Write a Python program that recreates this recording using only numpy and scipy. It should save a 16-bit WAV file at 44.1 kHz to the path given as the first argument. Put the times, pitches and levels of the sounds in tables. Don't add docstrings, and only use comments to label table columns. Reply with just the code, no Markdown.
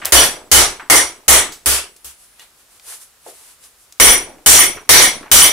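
import sys
import numpy as np
from scipy import signal
from scipy.io import wavfile

SR = 44100
rng = np.random.default_rng(int(sys.argv[2]) if len(sys.argv) > 2 else 0)


def wrap_up_sound(samples):
    columns = np.atleast_2d(samples).T
    tamed = np.clip(columns, -1, 1)
    steps = np.round(tamed * 32767).astype(np.int16)
    wavfile.write(sys.argv[1], SR, steps)


def gain_from_decibels(decibels):
    exponent = np.asarray(decibels, float) / 20
    return 10 ** exponent


N = 243431

# start in seconds, strength in dB, bar clank in dB against the strength,
# hammer ring in dB against the strength, crash brightness in dB per octave.
BLOWS = [(-.27, 13.5, -8.5, -5, 2.1), (.122, 14, -14.5, -10.5, 1.5), (0.5151, 14, -13, -9, 3),
         (0.899, 9, -4, -12.5, 1.6), (1.281, 14.5, -11.5, -6, 2.3), (1.659, 15, -16.5, -10, 3.5),
         (2.045, 3, -17.5, -17, 4.5), (3.9991, 14, -3, -17, 1), (4.461, 19, -10, -11, 3.5),
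         (4.8917, 20, -5.5, -13.5, 2.2), (5.315, 18, -11.5, -8.5, 4.5)]
# start in seconds, strength in dB, bar clank in dB against the
# strength, hammer ring in dB against the strength, low ring in dB against the hammer ring.
REBOUNDS = [(0.154, 0.5, -6, -0.5, 5.5), (0.236, -20, -8, -14.5, -5.5), (0.547, 2, -5, -4, 0),
            (0.958, -7, -0.5, 0.5, -2.5), (4.006, 5, -2.5, 7, -4.5), (4.082, -8.5, -0.5, 1.5, -0.5),
            (4.59, -5.5, 2.4, 2.5, -0.5), (5.02, -6.5, 0.5, -3.5, 4.5), (5.42, -4, 1, -0.9, 4.5)]
REBOUND_BRIGHTNESS_DB, REBOUND_DULLING_PER_DB = 0, 0.2783
BAR_LAID_FLAT_S = 3

STEEL_MODES_HZ = [1150, 1850, 2110, 2270, 3012, 3340, 4419, 5834, 6353, 6513, 7360, 7950, 8254, 9416, 9532,
                  9830, 10167, 10941, 11867, 13665]
# relative level in dB with the bar upright, relative level
# in dB with the bar flat, t60 in seconds, line width in Hz.
STEEL_MODES = [(-3, -1, 0.094, 320), (-0.5, -4, 0.19, 170), (-4, -4, 0.26, 172), (-12.5, -10.5, 0.32, 190),
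               (0, -2, 0.19, 56), (-7, -5, 0.28, 800), (-8, -22, 0.23, 31), (-4.5, -6, 0.28, 93),
               (5, -17, 0.084, 68), (-10.5, -4, 0.15, 82), (-3, -12, 0.2, 125), (-21, -37.5, 0.45, 27),
               (-7, -30, 0.19, 34), (2, 5.5, 0.24, 49.4), (-3, -8.5, 0.28, 35), (-18.5, -8, 0.3, 97),
               (2, -11.5, 0.14, 64), (-9, -25.5, 0.27, 176), (-10.5, -20.5, 0.13, 70), (-26, -11, 0.23, 47)]
LENGTHWISE_HZ = (5834, 13665)
LOW_RING_UPRIGHT_DB, LOW_RING_FLAT_DB = -9.5, 3
LENGTHWISE_UPRIGHT_DB, LENGTHWISE_FLAT_DB, LENGTHWISE_REBOUND_DB = -3.5, 11.5, 4

# frequency in Hz, relative density in dB per Hz.
CRASH_COLOUR = [(22, -12), (45, 1.5), (100, -9), (225, -16.5), (320, -1), (1200, -3.5), (2110, -7),
                (4570, -9), (5960, -6.5), (9710, -4.5), (12900, -13.5), (15500, -19)]
# frequency in Hz, t60 in seconds.
CRASH_T60 = [(100, 0.31), (500, 0.3), (2500, 0.32), (7000, 0.26), (15000, 0.2)]

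BENCH_HZ, BENCH_T60_S, BENCH_SWELL_T60_S = 66.7, 0.21, 0.091
BENCH_DB, BENCH_LOSS_PER_CLANK_DB = -26, 1.105

CLUTTER_DB, CLUTTER_T60_S, CLUTTER_PER_S = -38, 0.73, 300
CLUTTER_LOW_HZ, CLUTTER_HIGH_HZ = 282, 2285

ROOM_T60_S, ROOM_DB = 0.23, -4.5
CEILING_DB = -5.5
# time in seconds, gain in dB.
FADE = [(0, 1), (1.35, 1), (1.66, -4), (1.9, -10.5), (2.05, -25.5), (2.2, -38.5), (2.45, -40), (3.985, -43),
        (3.995, 2)]

# start in seconds,
# level in dB (10.5 over the rms of the noise before it decays), centre in Hz, t60 in seconds.
BURSTS = [(0.017, -20.5, 1390, 0.57), (0.026, -28, 64.6, 0.24), (0.035, -26.5, 1630, 0.19),
          (0.051, -23, 590, 0.48), (0.049, -13, 5930, .06), (0.055, 4, 9430, 0.009),
          (0.063, -15.5, 1930, 0.14), (.37, -26.5, 599, 0.33), (0.797, -20.5, 1260, 0.23),
          (1.521, -22.5, 5500, 0.24), (1.963, -33, 7070, 0.061), (2.395, -28.5, 6000, .04),
          (2.797, -32, 3500, 0.02), (2.921, -30, 1300, 0.062), (3.263, -23.5, 554, .1),
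          (3.28, -29.5, 510, .22), (3.638, -35.5, 4940, 0.048), (3.924, -23.5, 5800, 0.016),
          (4.27, -29.5, 630, 0.56), (4.77, -23, 1400, 0.19), (5.229, -26.5, 1270, 0.12),
          (5.259, -27.5, 1170, 0.2)]
BURST_TAIL_DB, BURST_TAIL_T60_S = -15, 0.2
# mode in Hz, level in dB before reflections, t60 in seconds.
CLACK_MODES = [(1950, -42, .04), (2900, -40.5, .03), (3440, -41.5, 0.036)]
CLACK_TAPS = (2.395, 2.405)

# time at full level in seconds, hold in seconds, level of the upper rustle
# in dB, lower rustle in dB against it.
RUBS = [(2.208, 0.039, -49, -9.5), (2.42, .005, -45.5, -0.5), (2.596, .015, -53.5, -7),
        (2.72, 0.058, -52, -7), (2.888, 0.057, -33.5, -9), (3.02, 0.0028, -39, -10.5),
        (3.281, .02, -40, -8), (3.338, .18, -45.5, -8), (3.645, 0.011, -43, -8.5),
        (3.802, 0.033, -52.5, -18)]
RUB_RISE_DB_PER_S, RUB_FALL_DB_PER_S = 289, 247
# frequency in Hz, relative density in dB per Hz.
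CLOTH_COLOUR = [(240, -46.5), (400, -10.5), (914, -9), (1020, -6), (1450, -6.5), (3410, -5.5), (5820, -3.5),
                (10100, 2.5), (15500, -15)]

THIN_HISS_FROM_S, THIN_HISS_TO_S = 1.7, 2.4
THIN_HISS_HZ, THIN_HISS_WIDTH_HZ, THIN_HISS_DB = 9750, 700, -56

# frequency in Hz, relative density in dB per Hz.
AIR_COLOUR = [(12, -32), (20, -11.5), (41, 8), (149, -4), (713, -1), (1080, -1), (1250, 0.5), (2720, -2.5),
              (6290, -2.5), (9830, -1.5), (15800, -8.5)]
AIR_DB = -53
# frequency in Hz, left-right likeness from 0 to 1.
LIKENESS = [(50, 1), (125, 0.94), (250, 1), (500, 0.87), (1000, 0.9), (2000, 0.25), (8000, 0.25),
            (14000, 0.21)]


def rms_one(x):
    return x / np.sqrt(np.mean(x ** 2) + 1e-20)


def at_hz(points, hz):
    points = np.array(points)
    return np.interp(np.log(hz), np.log(points[:, 0]), points[:, 1])


def clicks(times, sizes):
    out = np.full(N, 1e-18)
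    np.add.at(out, (np.asarray(times) * SR).astype(int), sizes)
    return out


def dying(x, t60):
    energy_decay = gain_from_decibels(-120 / (t60 * SR))
    return np.sqrt(signal.lfilter([1], [1, -energy_decay], x ** 2 + 1e-30))


def struck(s, db, t60):
    already_faded_db = 60 * s.clip(max=0) / t60
    return dying(clicks(s.clip(0), gain_from_decibels(db + already_faded_db)), t60)


def ring(x, hz, t60):
    r = gain_from_decibels(-60 / (t60 * SR))
    w = 2 * np.pi * hz / SR
    return signal.lfilter([0, np.sin(w)], [1, -2 * r * np.cos(w), r * r], x)


def flutter(width_hz):
    r = np.exp(-64 * np.pi * width_hz / SR)
    chance = rng.standard_normal((4, N // 64 + 402))
    slow = signal.lfilter([1], [1, -2 * r, r * r], chance)[:, 400:]
    return [np.interp(np.arange(N) / 64, np.arange(slow.shape[1]), strand) for strand in rms_one(slow)]


def noise_bands():
    edges = 22 * 2 ** (np.arange(30) / 3)
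    white = rng.standard_normal((2, 2, N))
    for k, (low, high) in enumerate(zip(edges, edges[1:])):
        band = signal.butter(2, [low, high], "band", fs=SR, output="sos")
        mid, side = signal.sosfilt(band, white[k % 2])
        hz = np.sqrt(low * high)
        alike = np.clip(at_hz(LIKENESS, hz), 0, 1)
        yield hz, np.sqrt(1 + alike) * mid + np.sqrt(1 - alike) * side * [[1], [-1]]


def workshop(x):
    age = np.arange(SR // 2) / SR
    tail = rng.standard_normal((2, len(age))) * gain_from_decibels(-60 * age / ROOM_T60_S) * (age > 0.002)
    tail = tail / np.sqrt(np.sum(tail ** 2, axis=1, keepdims=True))
    return x + gain_from_decibels(ROOM_DB) * signal.fftconvolve(x[None], tail, axes=1)[:, :N]


def contacts():
    blows = [(s, strength, clank, head, LOW_RING_FLAT_DB if s > BAR_LAID_FLAT_S else LOW_RING_UPRIGHT_DB, tilt)
             for s, strength, clank, head, tilt in BLOWS]
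    bounces = [(*row, REBOUND_BRIGHTNESS_DB - REBOUND_DULLING_PER_DB * row[1]) for row in REBOUNDS]
    s, strength_db, clank_db, ring_db, low_db, tilt = np.transpose(blows + bounces)
    is_blow = np.arange(len(s)) < len(BLOWS)
    blow_lengthwise_db = np.where(s > BAR_LAID_FLAT_S, LENGTHWISE_FLAT_DB, LENGTHWISE_UPRIGHT_DB)
    lengthwise_db = np.where(is_blow, blow_lengthwise_db, LENGTHWISE_REBOUND_DB)
    return s, strength_db, clank_db, ring_db + low_db, ring_db, ring_db + lengthwise_db, tilt


def steel():
    s, strength_db, clank_db, low_db, high_db, lengthwise_db, _ = contacts()
    scatter = rng.standard_normal((len(s), len(STEEL_MODES)))
    out = 0
    for hz, (upright_db, flat_db, t60, width_hz), chance in zip(STEEL_MODES_HZ, STEEL_MODES, scatter.T):
        if hz in LENGTHWISE_HZ:
            struck_db = lengthwise_db
        elif hz < 2600:
            struck_db = clank_db
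        else:
            struck_db = low_db if hz < 5000 else high_db
        level_db = np.where(s < BAR_LAID_FLAT_S, upright_db, flat_db) + struck_db
        envelope = struck(s, strength_db + level_db + 1.2 * chance, t60)
        a, b, c, d = flutter(width_hz)
        shared = 0.17
        along = np.array([a, b]) + shared * (a + b)
        across = np.array([c, d]) + shared * (c + d)
        direct, stirred = (0.15 if hz < 2600 else 0.45), 0.63
        turn = 2 * np.pi * hz * np.arange(N) / SR
        line = (direct + stirred * along) * np.sin(turn) + stirred * across * np.cos(turn)
        out = out + envelope * line
    return out


def crash():
    s, strength_db, *_, tilt = contacts()
    uneven_db = 2.0 * rng.standard_normal((30, len(s)))
    out = 0
    for (hz, band), chance_db in zip(noise_bands(), uneven_db):
        hit_db = strength_db + chance_db + tilt * np.log2(hz / 2000)
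        envelope = struck(s, hit_db, at_hz(CRASH_T60, hz))
        out = out + 1.31 * gain_from_decibels(at_hz(CRASH_COLOUR, hz)) * envelope * band
    return out


def bench():
    s, strength_db, clank_db = contacts()[:3]
    push_db = BENCH_DB - BENCH_LOSS_PER_CLANK_DB * clank_db
    note = ring(clicks(s, (s > 0) * gain_from_decibels(strength_db + push_db)), BENCH_HZ, BENCH_T60_S)
    full_blow = (s > 0) & (np.arange(len(s)) < len(BLOWS))
    swell = 1 - dying(clicks(s, full_blow), BENCH_SWELL_T60_S).clip(0, 1)
    return note * swell


def clutter():
    s, strength_db = contacts()[:2]
    tick_sizes = gain_from_decibels(2.6 * np.minimum(rng.exponential(1, N), 4))
    ticks = tick_sizes * (rng.random(N) < CLUTTER_PER_S / SR)
    dealt = rng.integers(0, 12, N)
    pitches = np.geomspace(CLUTTER_LOW_HZ, CLUTTER_HIGH_HZ, 12)
    rings = sum(ring(ticks * (dealt == k) + 1e-18, hz, 7.5 / hz) for k, hz in enumerate(pitches))
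    return workshop(rms_one(rings)) * struck(s, strength_db + CLUTTER_DB, CLUTTER_T60_S)


def overload(x):
    return np.clip(x, -gain_from_decibels(CEILING_DB), gain_from_decibels(CEILING_DB))


def knocks_and_bench_note():
    out = np.zeros((2, N))
    age = np.arange(int(0.4 * SR)) / SR
    for s, level_db, hz, t60 in BURSTS:
        mid, left, right = rng.standard_normal((3, len(age)))
        spread = 1.4 if hz < 800 else 1.6
        order = 2 if hz < 2600 else 1
        edges = [hz / spread, min(hz * spread, 0.45 * SR)]
        band = signal.butter(order, edges, "band", fs=SR, output="sos")
        noise = rms_one(signal.sosfilt(band, mid + 0.5 * np.array([left, right])))
        decay = gain_from_decibels(-60 * age / t60) + gain_from_decibels(BURST_TAIL_DB) * gain_from_decibels(-60 * age / BURST_TAIL_T60_S)
        burst = noise * gain_from_decibels(level_db - 10.5) * decay
        at = int(s * SR)
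        out[:, at:at + len(age)] += burst[:, :N - at]
    return out


def clack():
    return workshop(sum(ring(clicks(CLACK_TAPS, gain_from_decibels(db)), hz, t60) for hz, db, t60 in CLACK_MODES))


def rubbing():
    t, upper, lower = np.arange(N) / SR, 0, 0
    for s, held_s, db, lower_db in RUBS:
        rise_db = RUB_RISE_DB_PER_S * (s - t).clip(0)
        fall_db = RUB_FALL_DB_PER_S * (t - s - held_s).clip(0)
        gain = gain_from_decibels(db - rise_db - fall_db)
        upper, lower = np.maximum(upper, gain), np.maximum(lower, gain * gain_from_decibels(lower_db))
    return upper, lower


def cloth():
    upper, lower = rubbing()
    high, low = 0, 0
    for hz, band in noise_bands():
        rustle = gain_from_decibels(at_hz(CLOTH_COLOUR, hz)) * band
        if hz > 4500:
            high = high + rustle
        else:
            low = low + rustle
    return upper * rms_one(high) + lower * rms_one(low)


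def thin_hiss():
    t, half = np.arange(N) / SR, THIN_HISS_WIDTH_HZ / 2
    band = signal.butter(2, [THIN_HISS_HZ - half, THIN_HISS_HZ + half], "band", fs=SR, output="sos")
    gate = (np.minimum(t - THIN_HISS_FROM_S, THIN_HISS_TO_S - t) / 0.03).clip(0, 1)
    return gain_from_decibels(THIN_HISS_DB) * gate * rms_one(signal.sosfilt(band, rng.standard_normal((2, N))))


def still_air():
    air = sum(gain_from_decibels(at_hz(AIR_COLOUR, hz)) * band for hz, band in noise_bands())
    return gain_from_decibels(AIR_DB) * rms_one(air)


def scene():
    hammering = overload(steel() + crash() + bench() + clutter())
    fade_s, fade_db = np.transpose(FADE)
    fade = gain_from_decibels(np.interp(np.arange(N) / SR, fade_s, fade_db))
    return hammering * fade + knocks_and_bench_note() + clack() + cloth() + thin_hiss() + still_air()


def roll_off(x):
    return signal.sosfilt(signal.butter(12, 15980, fs=SR, output="sos"), x)


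def record(dry):
    top_cut = signal.cheby2(12, 45, 16250, fs=SR, output="sos")
    finished = np.clip(signal.sosfilt(top_cut, dry), -1, 1)
    return roll_off(finished)


dry = scene()
out = record(dry)
wrap_up_sound(out)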